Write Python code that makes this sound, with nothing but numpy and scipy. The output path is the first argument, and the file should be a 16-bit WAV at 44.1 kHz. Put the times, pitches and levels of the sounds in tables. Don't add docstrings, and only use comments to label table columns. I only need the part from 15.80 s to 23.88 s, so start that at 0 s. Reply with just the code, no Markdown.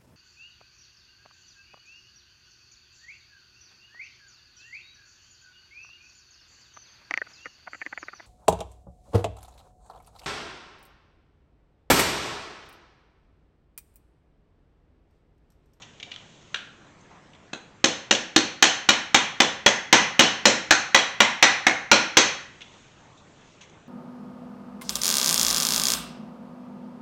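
import sys
import numpy as np
from scipy import signal
from scipy.fft import rfft, irfft
from scipy.io import wavfile
from scipy.ndimage import uniform_filter1d

SR = 44100
rng = np.random.default_rng(int(sys.argv[2]) if len(sys.argv) > 2 else 0)


def how_loud(loudness_db):
    steps = np.asarray(loudness_db, float) / 20
    return 10 ** steps


def dump_mix(stems):
    frames = np.atleast_2d(stems).T
    limited = np.clip(frames, -1, 1)
    pcm = np.round(limited * 32767).astype(np.int16)
    wavfile.write(sys.argv[1], SR, pcm)


N = 356328


def evened(x):
    return x / np.sqrt(np.mean(x ** 2) + 1e-20)


def read(points, hz):
    f, value = np.transpose(points)
    return np.interp(np.log(hz + 1), np.log(f + 1), value)


def add(mix, start_s, sound):
    part = mix[round(start_s * SR):][:len(sound)]
    part += sound[:len(part)]


def band(x, hz, width_hz):
    return signal.lfilter(*signal.iirpeak(hz, hz / width_hz, SR), x)


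# frequency in Hz, density in dB per Hz.
AIR_SPECTRUM = [(12, -47), (22, -15.5), (60, -11), (146, -2), (230, -7.5), (500, -11), (1000, -15),
                (2000, -19), (3500, -24), (4900, -32.5), (6300, -28.5), (7600, -30.5), (9000, -51),
                (11000, -98)]


def air():
    level_db, patch_db = -54, 2.6
    frames, hz = N // 256 + 5, np.fft.rfftfreq(1024, 1 / SR)
    real, imag, patches = rng.standard_normal((frames, 513, 3)).T
    patches = uniform_filter1d(patches, 12, 0)
    patches = evened(uniform_filter1d(patches, 14, 1))
    steady_bass = np.minimum(hz / 900, 1)[:, None]
    colour_db = read(AIR_SPECTRUM, hz)[:, None] + patch_db * patches * steady_bass
    z = (real + 1j * imag) * how_loud(colour_db)
    noise = signal.istft(z, nperseg=1024, noverlap=768)[1][:N]
    return how_loud(level_db) * evened(noise)


# time in seconds, pressure in dB.
RUB_PRESSURES = [
    [(0.0, -61), (0.126, -64), (0.378, -62), (0.578, -60.5), (0.72, -63.5), (1.0, -69), (1.222, -82),
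     (1.7, -73)],
    [(6.6, -54), (6.7, -63), (6.806, -63), (6.97, -60.5), (7.148, -65), (7.408, -72), (7.704, -62),
     (7.91, -76), (8.08, -84)],
]
# frequency in Hz, width in Hz.
RUB_RESONANCES = [(3000, 2000), (6400, 2400)]
# frequency in Hz, width in Hz, level in dB.
SUNG_MODES = [(3400, 69, -7), (3720, 110, -7), (5350, 120, -13), (6340, 140, -6.5), (6900, 140, -5)]


def rubs():
    high_db, sung_db = -4, 2.0
    t = np.arange(N) / SR
    grip_db = evened(uniform_filter1d(rng.standard_normal(N), 300))
    grain = rng.standard_normal(N) * how_loud(grip_db)
    for hz, width_hz, db in SUNG_MODES:
        grain = grain + how_loud(db + sung_db) * band(grain, hz, width_hz)
    low, high = (evened(band(band(grain, *r), *r)) for r in RUB_RESONANCES)
    pressure = sum(how_loud(np.interp(t, *np.transpose(rows), -120, -120)) for rows in RUB_PRESSURES)
    return pressure * (low - how_loud(high_db) * high)


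def click(peak_db, hz, width_hz, upper_db, length_s):
    upper_hz, upper_width_hz = 6300, 1600
    t = np.arange(6000) / SR
    envelope = np.minimum(t / (0.34 * length_s), 1) * np.exp(-t / length_s)
    scrape = rng.standard_normal(6000) * envelope
    low = evened(band(band(scrape, hz, width_hz), hz, width_hz))
    high = evened(band(band(scrape, upper_hz, upper_width_hz), upper_hz, upper_width_hz))
    sound = low - how_loud(upper_db) * high
    peak = np.sqrt(np.max(uniform_filter1d(sound ** 2, 100)))
    return how_loud(peak_db) * sound / peak


# start in seconds, peak in dB, upper ring in dB, length in seconds.
TICKS = [(0.017, -42, -7, 0.015), (.199, -38.5, -20, .0042), (.206, -43, -16, .002),
         (0.227, -31, -17, 0.0057), (0.309, -50, -28, 0.0041), (0.315, -32, -23, 0.0073),
         (0.339, -40, -30, 0.0047), (0.361, -34, -28, 0.0015), (0.363, -51, -18, 0.0029),
         (1.533, -51, -21, .004), (1.546, -53, -21, 0.0093), (2.349, -19.5, -12.5, .004),
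         (6.807, -43, -21, .0035), (6.815, -38.5, -16, 0.0085), (6.939, -52, -14, .0033),
         (7.807, -46, -4, 0.02), (7.895, -53, -1.5, .0047)]
# start in seconds, peak in dB, ring in Hz, length in seconds.
PINGS = [
    (1.209, -58, 6100, .004),
    (7.372, -56, 3650, 0.015),
    (7.396, -59, 3700, .011),
    (7.826, -55, 2060, .015),
]
# start in seconds, peak in dB, ring in Hz, length in seconds.
SHIFTS = [
    (1.302, -46, 690, .039),
    (1.34, -53, 940, .068),
]


def hands():
    out = np.zeros(N)
    for start_s, peak_db, upper_db, length_s in TICKS:
        add(out, start_s, click(peak_db, 2870, 1630, upper_db, length_s))
    out = out + how_loud(3.4) * band(out, hz=3420, width_hz=53)
    for start_s, peak_db, hz, length_s in PINGS:
        add(out, start_s, click(peak_db, hz, 0.117 * hz, -5, length_s))
    for start_s, peak_db, hz, length_s in SHIFTS:
        add(out, start_s, click(peak_db, hz, 930, -24, length_s))
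    return out


def power(modes, hz, spot):
    spread_db, detune = 2.64, 0.012
    mode_hz, db, t60_s = np.transpose(modes)[:, :, None]
    strength, pitch = spot[:, :len(modes), None]
    half_width_hz = np.log(1000) / (2 * np.pi * t60_s)
    centre_hz = mode_hz * (1 + detune * pitch)
    resonance = 1e4 / (half_width_hz ** 2 + (hz - centre_hz) ** 2)
    return (how_loud(db + spread_db * strength) ** 2 * resonance).sum(0)


def ring(p):
    log_gain = np.log(np.r_[p, p[-2:0:-1]]) / 2
    return np.fft.ifft(np.exp(np.conj(signal.hilbert(log_gain)))).real[:len(p) - 1]


# frequency in Hz, level in dB, t60 in seconds.
BLOCK_MODES = [(147, -14, 0.025), (224, -1, 0.036), (260, -15.5, 0.18), (314.5, -1, 0.061),
               (411, -5.5, 0.052), (526, 1, 0.032)]


def blow(strength_db, bite_db, block_db, strip):
    thud_db, rise_s, chatter_s, release_s = 3.0, 0.00036, 0.006, 0.00027
    edge_hz, edge_width_hz, edge_share = 2220, 3900, 0.27
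    hz, t = np.fft.rfftfreq(8192, 1 / SR), np.arange(500) / SR
    spot = rng.standard_normal((2, 10))
    wood = how_loud(block_db) ** 2 * power(BLOCK_MODES, hz, spot) + 1e-9
    steel = sum(how_loud(db) ** 2 * power(modes, hz, spot) for db, modes in strip) + 1e-9
    thud = np.convolve(ring(wood), np.hanning(90) / 45)[:4096]
    contact = np.minimum(t / rise_s, 1) ** 2 / (1 + np.exp((t - chatter_s) / release_s))
    z = rfft(rng.standard_normal(500) * contact)
    chatter = irfft(z / abs(z) ** .7, 500) * contact
    chatter = (1 - edge_share) * chatter + edge_share * 2 * band(chatter, edge_hz, edge_width_hz)
    chatter /= np.linalg.norm(chatter)
    bite = signal.fftconvolve(chatter, ring(steel))[:4096]
    direct = how_loud(bite_db) * bite + how_loud(thud_db) * thud
    gain = how_loud(strength_db + 19.5) / np.sqrt(np.mean(wood + steel))
    return gain * direct, gain * ring(wood + steel)


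# frequency in Hz, level in dB, t60 in seconds.
FREE_MODES = [(1390, -4.5, 0.019), (1550, -2, 0.014), (1800, -7, .01), (2500, -0.5, 0.0075),
              (2960, -1, .008), (3400, -4, 0.0072), (3840, -2, 0.0071), (4530, -8, 0.0043),
              (5960, -9.5, 0.0076), (6860, -24, 0.0046)]


def lay_down():
    return [(0.7425, *blow(strength_db=-23, bite_db=2.3, block_db=-28, strip=[(0, FREE_MODES)]))]


# frequency in Hz, level in dB, t60 in seconds.
TAPPED_MODES = [(800, -4.5, .01), (1500, -5, 0.0087), (2600, -1, 0.01), (3300, -5, .02),
                (3940, -6.5, 0.012), (6530, -3, 0.0046)]


def light_tap():
    return [(1.7308, *blow(strength_db=-26.5, bite_db=3.4, block_db=-7.5, strip=[(0.0071, TAPPED_MODES)]))]


# start in seconds, strength in dB, block in dB, flex of the loose strip in dB,
# strip mode favoured by the landing spot in Hz.
BLOWS = [(2.041, -7, -4.5, -7, 3380), (2.309, -7.5, -4.5, -7.5, 2960), (2.561, -4.5, -4, -8, 3200),
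         (2.824, -1, -12, -6.5, 3140), (3.088, -4.5, -8.5, -3, 2980), (3.344, -3.5, -9, -1.5, 3270),
         (3.602, -4.5, -5, -2, 3470), (3.861, -3.5, -8, -1, 2020), (4.126, 1.5, -7, -0.5, 2000),
         (4.392, 1, -6.5, -5.5, 3026), (4.654, -0.5, -5.5, -4.5, 1960), (4.907, -3, -12, -4.5, 1487),
         (5.145, -2, -11.5, -1, 1980), (5.403, -3, -10, 0.5, 2075), (5.625, 0.5, -13.5, -2.5, 1965),
         (5.866, -6, -1.5, 1.5, 2150), (6.114, 0.5, -8, -1, 800), (6.369, 1, -11, -3.5, 1957)]
# frequency in Hz, level in dB, t60 in seconds.
BEND_MODES = [(781.5, -1, 0.019), (965, 1, 0.011), (1180, -2.5, 0.0073), (1456, -1.5, 0.013),
              (547, -8.5, .03)]
# frequency in Hz, level in dB, t60 in seconds.
CLANG_MODES = [(1772, 6, 0.0062), (1994, -6, 0.017), (2400, -1, 0.0089), (2474, 1, 0.0089),
               (3336, -10, 0.044), (6000, -10, 0.037)]
# frequency in Hz, level in dB, t60 in seconds.
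EDGE_MODES = [(2670, -11.5, 0.014), (3034, 6.5, 0.0039), (3812, -3, 0.013), (4240, 0.5, 0.009),
              (4620, -4, 0.0037), (5310, -3, 0.0087), (5600, 1.5, 0.0054), (6244, 1, 0.009),
              (6910, -1, 0.0039), (7400, -21, 0.0023)]


def hammer_blows():
    hits = []
    for start_s, strength_db, block_db, flex_db, favoured_hz in BLOWS:
        favoured_db = -1.5 + 0.05 * flex_db
        favoured_t60_s = 0.033 * np.exp(0.19 * flex_db)
        favoured = [(favoured_hz, favoured_db, favoured_t60_s)]
        strip = [(flex_db, BEND_MODES), (flex_db + 0.9, CLANG_MODES), (0, EDGE_MODES), (0, favoured)]
        bite_db = min(1.56 - 0.44 * strength_db, 3)
        hits.append((start_s, *blow(strength_db, bite_db, block_db, strip)))
    return hits


# frequency in Hz, t60 in seconds.
GARAGE_T60 = [(100, 0.78), (260, 0.21), (700, 0.49), (1840, 0.62), (3500, 0.48), (6000, 0.42), (9000, 0.31)]
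# delay in seconds, level in dB.
ECHOES = [(.0021, -7), (.0046, -11), (0.0137, -12), (0.0157, -12.5), (.027, -16), (.045, -19)]


def garage(direct, spread):
    tail_db = -1.5
    taps, echoes = np.zeros(SR), np.zeros(SR // 10)
    at = np.arange(350, SR - 20, 10)
    at = at + rng.integers(0, 10, len(at))
    taps[at] = rng.choice([-1., 1.], len(at))
    hz, t, z = signal.stft(taps, SR, nperseg=256)
    decay = how_loud(-60 * t / read(GARAGE_T60, hz)[:, None])
    tail = signal.istft(z * decay, SR, nperseg=256)[1]
    tail = how_loud(tail_db) * tail / np.linalg.norm(tail)
    for delay_s, db in ECHOES:
        add(echoes, delay_s * rng.uniform(0.92, 1.05), how_loud(db) * rng.choice([-1., 1.], 1))
    early = signal.oaconvolve(direct, echoes)[:N]
    late = signal.fftconvolve(spread, tail)[:N]
    return direct + early + late


def scene():
    flight_s, hands_room_db = 0.0004, -7.0
    direct, spread = np.zeros((3, N)), np.zeros((3, N))
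    rubbed, held = rubs(), hands()
    hits = lay_down() + light_tap() + hammer_blows()
    for k, (start_s, near, ringing) in enumerate(hits):
        add(direct[k % 3], start_s + flight_s, near)
        add(spread[k % 3], start_s, ringing)
    spread[0] += how_loud(hands_room_db) * held
    room = sum(garage(*path) for path in zip(direct, spread))
    return (room + held + rubbed)[None]


def roll_off(x):
    return signal.sosfilt(signal.butter(12, 17090, fs=SR, output="sos"), x)


def record(dry):
    bass_hz, top_hz, coupling_hz = 120, 8050, 70
    squash_db, clip_db = -3.5, -3.0
    ported = dry - 0.32 * band(dry, hz=5000, width_hz=1000)
    bottom = signal.butter(2, bass_hz, "high", fs=SR, output="sos")
    level = signal.sosfilt(bottom, ported) / how_loud(squash_db)
    squashed = how_loud(squash_db) * level / (1 + level ** 6) ** (1 / 6)
    top = signal.cheby1(8, .5, top_hz, fs=SR, output="sos")
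    coupling = signal.butter(1, coupling_hz, "high", fs=SR, output="sos")
    heard = signal.sosfilt(np.vstack([top, coupling]), squashed) + air()
    clipped = np.clip(heard, -how_loud(clip_db), how_loud(clip_db))
    return roll_off(clipped)


dry = scene()
out = record(dry)
dump_mix(out)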